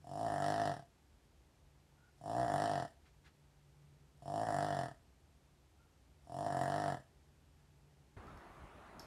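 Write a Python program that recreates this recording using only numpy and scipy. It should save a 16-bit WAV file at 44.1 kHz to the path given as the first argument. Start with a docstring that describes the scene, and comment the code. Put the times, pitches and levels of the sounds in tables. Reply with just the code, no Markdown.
"""A quiet bedroom, where a small dog snores four times. Its soft palate slaps about fifty times a
second, each slap rings the nose and throat, and air hisses through the gap. Faint nose whistles and
soft rustles fall between the snores, and a hum wavers behind. Then the scene cuts to a yard: ticks
of a collar tag, wind on the microphone, a faint far tone and a distant wash."""
import sys
import numpy as np
from scipy import signal
from scipy.io import wavfile
from scipy.ndimage import uniform_filter1d

SR = 44100
rng = np.random.default_rng(int(sys.argv[2]) if len(sys.argv) > 2 else 0)


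def materialize(psi):
    """Save the field psi as 16-bit PCM at rate SR to the path in sys.argv[1].

    A 1-D psi becomes a single channel; in a 2-D psi each row is a channel.
    """
    bounded = np.clip(np.atleast_2d(psi).T, -1, 1)
    quanta = np.round(bounded * 32767).astype(np.int16)
    wavfile.write(sys.argv[1], SR, quanta)


N = 399546

# One list a snore, from first slap to last. Each row: time in seconds, slaps per second.
FLUTTER_CURVES = [
    [(0.044, 32.6), (0.073, 43.8), (0.243, 58.0), (0.372, 47.4), (0.599, 53.8), (0.724, 47.7),
     (0.724, 38.7), (0.825, 33.5)],
    [(2.213, 32.0), (2.246, 49.4), (2.371, 62.1), (2.43, 62.7), (2.538, 47.2), (2.662, 54.2), (2.785, 45.5),
     (2.85, 35.7)],
    [(4.224, 17.2), (4.266, 47.4), (4.434, 56.3), (4.5, 54.4), (4.555, 46.8), (4.647, 51.7), (4.835, 43.9),
     (4.914, 31.7)],
    [(6.272, 40.0), (6.348, 43.5), (6.448, 55.2), (6.537, 45.0), (6.632, 44.9), (6.795, 52.0),
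     (6.928, 46.0), (7.0, 29.8)],
]
# Each row: full effort in dB, attack in seconds, nose ring drift in dB per second, muzzle opening time
# and catch time in seconds, surge at the catch in dB, mouth opening time in seconds, open rattle and
# sinus ring in relative dB, damping factor of the upper nose, start of the fade in seconds.
BREATHS = [(-38, 0.072, 0.5, 0.26, .46, 2, .42, -18, -24, 1.08, .72),
           (-37.5, 0.05, 1.5, 2.37, 2.58, 1.5, 2.58, -18.5, -20.5, 1.17, 2.816),
           (-38, 0.056, -1.5, 4.41, 4.56, 2.5, 4.6, -20, -18, 1.2, 4.842),
           (-38, 0.073, 0, 6.45, 6.62, 0.9, 6.66, -21, -14.5, 1.13, 6.926)]
def snoring():
    """The sleeping dog, one snore a breath."""
    out = np.zeros(N)
    for flutter, breath in zip(FLUTTER_CURVES, BREATHS):
        add(out, *snore(flutter, *breath))
    return out


def snore(flutter, full_db, attack_s, drift_db, muzzle_s, catch_s, surge_db,
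          mouth_s, open_db, sinus_db, damping, fade_s):
    """One breath swells, catches and fades, driving the palate and airways. Returns start and sound."""
    lead_s, tail_s, lead_db_per_s, attack_db = .06, .12, 140, -21  # faint air before the first slap
    fade_db_per_s, knee_s = -250, .018
    start = max(flutter[0][0] - lead_s, 0)
    t = np.arange(start, flutter[-1][0] + tail_s, 1 / SR)
    age = t - flutter[0][0]
    catch = bump(t, catch_s, spread_s=.078)
    muzzle, mouth = opening(t, muzzle_s, spread_s=.043), opening(t, mouth_s, spread_s=.0079)
    effort_db = attack_db * np.exp(-np.maximum(age, 0) / attack_s) + lead_db_per_s * np.minimum(age, 0)
    effort_db += surge_db * catch + fade_db_per_s * knee_s * np.logaddexp(0, (t - fade_s) / knee_s)
    slaps, puffs = palate(t, flutter)
    crisp = .33 + .29 * catch + .1 * mouth  # share of slap in the air noise
    air = crisp * slaps + np.sqrt(1 - crisp ** 2) * puffs
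    # Balance against the nose ring. Taking off a share of the effort makes a layer swing less.
    chest_db = -11.5 + 4 * age - .39 * effort_db
    rasp_db = -28 + 12.5 * muzzle + 4.5 * age - .032 * effort_db
    rattle_db = -25 * (1 - mouth) + open_db * mouth - .017 * effort_db
    hiss_db = -26.5 + 3.5 * catch + .5 * age - .22 * effort_db
    stream_db = -31.5 - .22 * effort_db
    sound = (nose_ring(slaps, puffs, mouth, drift_db * age, sinus_db, damping)
             + amp(chest_db) * chest_thrum(slaps)
             + amp(rasp_db) * muzzle_rasp(slaps, puffs)
             + amp(rattle_db) * mouth_rattle(air)
             + amp(hiss_db) * nostril_hiss(air)
             + amp(stream_db) * nostril_stream(mouth))
    return start, amp(full_db + effort_db) * sound * signal.windows.tukey(len(t), .04)


def palate(t, flutter):
    """The soft palate slaps once a cycle; air rushes as the gap closes and just after each slap."""
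    times, rates = np.transpose(flutter)
    turns = np.cumsum(np.interp(t, times, rates)) / SR
    turns = turns - np.interp(times[0], t, turns) + 10.04  # lines a cycle up with the first slap
    cycle, phase = turns.astype(int), turns % 1
    strength = amp(1.36 * rng.standard_normal(80))[cycle]  # no two slaps alike
    fluttering = abs(t - np.clip(t, times[0], times[-1])) < .003
    slaps = unit_rms(np.diff(cycle, prepend=cycle[0]) * strength * fluttering)
    airflow = .15 + strength * (np.exp(-phase / .19) + .32 * np.exp((phase - 1) / .048))
    return slaps, unit_rms(airflow * rng.standard_normal(len(t)))


# The honk of nose and throat, sinus and jaw. Each row: pitch and width in Hz, relative dB, polarity.
NOSE_MODES = [(304, 57, -13, -1), (391, 91, -22, -1), (622, 19, -8, 1), (698, 54, 0, 1),
              (986, 309, -22, -1), (490, 50, -24, -1), (1050, 50, -23, 1)]
SINUS_MODES = [(865, 110, 0, 1)]
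JAW_MODES = [(428, 62, 0, -1)]
def nose_ring(slaps, puffs, mouth, nose_db, sinus_db, damping):
    """Slaps ring the nose, throat and sinus, and the jaw once the mouth opens; soft tissue dulls it."""
    upper_nose_hz, flesh_hz, jaw_db = 650, 1550, -24
    modes = [(hz, width * (damping if hz > upper_nose_hz else 1), db, polarity)
             for hz, width, db, polarity in NOSE_MODES]
    nose = amp(nose_db) * unit_rms(cavity(slaps + .15 * puffs, modes))
    sinus = amp(sinus_db) * unit_rms(cavity(slaps, SINUS_MODES))
    jaw = amp(jaw_db) * mouth * unit_rms(cavity(slaps, JAW_MODES))
    return signal.lfilter(*signal.butter(2, flesh_hz, fs=SR), nose + sinus + jaw)


# The low body of the snore. Each row: pitch and width in Hz, relative dB, polarity.
CHEST_MODES = [(57, 5.7, -5.5, -1), (135.6, 39, 1, 1)]
def chest_thrum(slaps):
    """The slaps thump through the chest."""
    return unit_rms(cavity(slaps, CHEST_MODES))


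# Midrange grit. Each row: pitch and width in Hz, relative dB, polarity.
MUZZLE_MODES = [(1110, 100, -12, -1), (1323, 89, -0.5, 1), (1630, 300, -5, -1), (1882, 194, -1, 1)]
def muzzle_rasp(slaps, puffs):
    """Slaps, puffs and steady air ring the muzzle, with the top rolled off."""
    rasp = cavity(slaps + .6 * puffs + .6 * rng.standard_normal(len(slaps)), MUZZLE_MODES)
    return unit_rms(signal.lfilter(*signal.butter(4, 2100, fs=SR), rasp))


# The bright edge. Each row: pitch and width in Hz, relative dB, polarity.
MOUTH_MODES = [(3030, 590, 15.5, 1), (3690, 1660, 5.5, -1), (4840, 1300, 8.5, 1), (5340, 680, 9, 1)]
def mouth_rattle(air):
    """Pulsing air rings the mouth, with the lows cut away."""
    return unit_rms(signal.lfilter(*signal.butter(4, 2750, "high", fs=SR), cavity(air, MOUTH_MODES)))


# The sizzle on top. Each row: pitch and width in Hz, relative dB, polarity.
HISS_BANDS = [(7250, 720, 4, 1), (8670, 570, -2.5, -1), (9370, 850, 3.5, 1), (11300, 610, -14, -1),
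              (15050, 600, -9, 1)]
def nostril_hiss(air):
    """Each pulse hisses through the nostrils, doubled as the palate bounces once more."""
    rebound = np.roll(air, round(.0035 * SR))
    return unit_rms(cavity(air + .8 * rebound, HISS_BANDS))


# A thin, smooth breath. Each row: pitch and width in Hz, relative dB, polarity.
STREAM_BANDS = [(5400, 500, 0, 1)]
def nostril_stream(mouth):
    """Steady air flows through the nostrils until the mouth opens."""
    return (1 - mouth) * unit_rms(cavity(rng.standard_normal(len(mouth)), STREAM_BANDS))


# Each row: start in seconds, length in seconds, pitch in Hz, level in dB.
NOSE_WHISTLES = [(1.951, 0.176, 1457, -76), (5.772, 0.1, 1376, -79.5)]
def nose_whistles():
    """Air whistles faintly in the nose before a breath."""
    out = np.zeros(N)
    for s, length, hz, db in NOSE_WHISTLES:
        air = unit_rms(resonate(rng.standard_normal(9000), hz, width_hz=32))[:round(length * SR)]
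        add(out, s, amp(db) * air * signal.windows.tukey(len(air), .5))
    return out


# Each row: time in seconds, level in dB, length in seconds.
SOFT_RUSTLES = [(3.057, -71.5, 0.078), (3.254, -65.5, 0.074)]
def rustles():
    """Brief, soft swells of midrange noise."""
    out = np.zeros(N)
    for s, db, length in SOFT_RUSTLES:
        rub = noise_band(9000, hz=1730, width_hz=1700)[:round(length * SR)]
        add(out, s - length / 3, amp(db) * rub * np.hanning(len(rub)))
    return out


# Early reflections. Each row: delay in seconds, level against the direct sound in dB, polarity.
REFLECTIONS = [(.00773, -12, 1), (.01005, -11, 1), (.01238, -20, 1), (.01778, -18, -1), (.02194, -18, 1),
               (.03044, -20, 1)]
def room_echo(x):
    """Sound bounces off bed, floor and walls, then dies in a short tail."""
    tail_db, decay_s = -15, .3
    t = np.arange(SR // 2) / SR
    tail = rng.standard_normal(len(t)) * amp(-60 * t / decay_s) * (t > .02)
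    taps = amp(tail_db) * tail / np.linalg.norm(tail)
    taps[0] = 1
    for s, db, polarity in REFLECTIONS:
        taps[round(s * SR)] += polarity * amp(db)
    return signal.fftconvolve(x, taps / np.linalg.norm(taps))[:N]


# Ticks of the tag. Each row: start in seconds, peak level in dB.
TAG_TICKS = [(8.2694, -60.5), (8.3733, -60), (8.995, -43)]
# Its bright ring. Each row: pitch and width in Hz, relative dB, polarity.
TAG_MODES = [(4600, 1000, 4.5, 1), (5400, 160, 11, -1), (6100, 650, 1.5, 1), (8400, 1100, -11, -1),
             (10200, 880, -8, 1), (12300, 1200, -7, -1)]
def collar_tag():
    """The tag knocks, then rattles loosely for a moment."""
    out, t = np.zeros(N), np.arange(4000) / SR
    knock, rattle = amp(-60 * t / .0093), .25 * amp(-60 * t / .37)
    for s, db in TAG_TICKS:
        jingle = cavity(rng.standard_normal(len(t)) * (knock + rattle), TAG_MODES)
        add(out, s, amp(db) * jingle / abs(jingle).max())
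    return out


# Each row: centre and half width in seconds, rumble level in dB, flapping level in dB.
BUFFETS = [(8.175, 0.023, -48, -64), (8.28, 0.045, -60, -61), (8.36, 0.024, -58, -63),
           (8.5, 0.012, -60, -68), (8.635, 0.029, -54, -72), (8.76, 0.013, -59, -65),
           (8.98, 0.059, -70, -64.5)]
def wind():
    """Wind buffets the microphone: deep rumble and higher flapping, both faint in the lulls."""
    t = np.arange(N) / SR
    rumble = amp(-68) + sum(amp(db) * bump(t, s, spread) for s, spread, db, _ in BUFFETS)
    flapping = amp(-67.5) + sum(amp(db) * bump(t, s, spread) for s, spread, _, db in BUFFETS)
    return rumble * noise_band(N, hz=57.4, width_hz=30) + flapping * noise_band(N, hz=172, width_hz=150)


# Each row: time in seconds, pitch in Hz, level in dB.
FAR_TONE_CURVE = [(8.23, 1194, -73), (8.27, 1320, -65), (8.31, 1325, -63), (8.34, 1300, -78)]
def far_tone():
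    """A faint, breathy tone slides up and fades in the distance."""
    t = np.arange(N) / SR
    s, hz, db = np.transpose(FAR_TONE_CURVE)
    tone = unit_rms(resonate(rng.standard_normal(N), np.interp(t, s, hz), width_hz=30))
    return tone * amp(np.interp(t, s, db, left=-120, right=-120))


# The fader ride on the hum. Each row: time in seconds, level in dB.
HUM_LEVELS = [(0, -62), (1.1, -85), (2, -70.5), (3, -79.5), (3.55, -70.5), (3.68, -65.5), (4.15, -68),
              (5.1, -78.5), (6.1, -75), (7.1, -75.5), (8.2, -69)]
def hum(hz=143.8, width_hz=17):
    """A low tone wavers as narrow noise beats against it."""
    t = np.arange(N) / SR
    narrow = resonate(rng.standard_normal(N), hz, width_hz)
    waver = unit_rms(resonate(narrow, hz, width_hz))
    return (np.sin(2 * np.pi * hz * t) + .62 * waver) * amp(np.interp(t, *np.transpose(HUM_LEVELS)))


# The colour of the room's hush. 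Each row: frequency in Hz, relative level in dB.
ROOM_SPECTRUM = [(12, -60), (20, -43), (53, 2.5), (74, 4.5), (93, -6), (137, -5.5), (176, -11), (364, -13),
                 (509, -18), (915, -18.5), (995, -22.5), (8780, -33), (10100, -38.5), (11600, -33.5),
                 (15800, -59)]
def room_tone():
    """A dark, nearly even hush."""
    return amp(-67.5) * wash(ROOM_SPECTRUM, patchy_db=.3)


# The colour of the open air. Each row: frequency in Hz, relative level in dB.
YARD_SPECTRUM = [(88, -18), (150, -1), (254, -17), (353, 2), (492, -6.5), (598, 1), (1180, -1), (5000, -27),
                 (11500, -31), (12700, -41), (15800, -43)]
def distant_wash():
    """A gently shifting wash beyond the yard."""
    return amp(-58.5) * wash(YARD_SPECTRUM, patchy_db=1.5)


def wash(spectrum, patchy_db):
    """Noise of a given spectrum with drifting louder and softer patches."""
    frames, hz = N // 1024 + 5, np.fft.rfftfreq(4096, 1 / SR)
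    real, imag, patches = rng.standard_normal((frames, 2049, 3)).T
    patches = uniform_filter1d(patches, size=40, axis=0)  # smooth across frequency
    patches = unit_rms(uniform_filter1d(patches, size=3, axis=1))  # and across time
    points_hz, db = np.transpose(spectrum)
    colour_db = np.interp(np.log(hz + 1), np.log(points_hz + 1), db)[:, None]
    bins = (real + 1j * imag) * amp(colour_db + patchy_db * patches)
    return unit_rms(signal.istft(bins, nperseg=4096, noverlap=3072)[1][:N])


def cavity(x, modes):
    """Resonances side by side, each filtered twice for steep flanks."""
    out = np.zeros(len(x))
    for hz, width, db, polarity in modes:
        ring = signal.lfilter(*signal.iirpeak(hz, hz / width, SR), x)
        out += polarity * amp(db) * signal.lfilter(*signal.iirpeak(hz, hz / (3 * width), SR), ring)
    return out


def noise_band(samples, hz, width_hz):
    """One band of noise at rms 1."""
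    return unit_rms(cavity(rng.standard_normal(samples), [(hz, width_hz, 0, 1)]))


def resonate(x, hz, width_hz):
    """A resonance that can glide: shifts hz down to zero, smooths, and shifts back."""
    turn = np.exp(2j * np.pi * np.cumsum(hz * np.ones(len(x))) / SR)
    pole = np.exp(-np.pi * width_hz / SR)
    return 2 * (turn * signal.lfilter([1 - pole], [1, -pole], x / turn)).real


def opening(t, s, spread_s):
    """A smooth step from 0 to 1 around time s."""
    return .5 + .5 * np.tanh((t - s) / spread_s)


def bump(t, s, spread_s):
    """A bell of height 1 around time s."""
    return np.exp(-((t - s) / spread_s) ** 2)


def amp(db):
    """Decibels to gain."""
    return 10 ** (np.asarray(db) / 20)


def unit_rms(x):
    """Scales to rms 1."""
    return x / np.sqrt(np.mean(x ** 2) + 1e-20)


def add(mix, s, sound):
    """Mixes a sound in at s seconds."""
    part = mix[round(s * SR):][:len(sound)]
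    part += sound[:len(part)]


def scene():
    """The bedroom, then a hard cut to the yard."""
    cut_s, crossfade_s = 8.166, .0023
    close_sounds = snoring() + nose_whistles() + rustles()
    bedroom = hum() + room_echo(close_sounds) + room_tone()
    yard = wind() + far_tone() + distant_wash() + collar_tag()
    outside = np.clip((np.arange(N) / SR - cut_s) / crossfade_s, 0, 1)
    return ((1 - outside) * bedroom + outside * yard)[None]


def record(dry):
    """A steep low-pass takes off the very top of the treble."""
    edge_hz = 15900
    return signal.oaconvolve(dry, signal.firwin(511, edge_hz, window=("kaiser", 9), fs=SR)[None], "same")


dry = scene()
out = record(dry)
materialize(out)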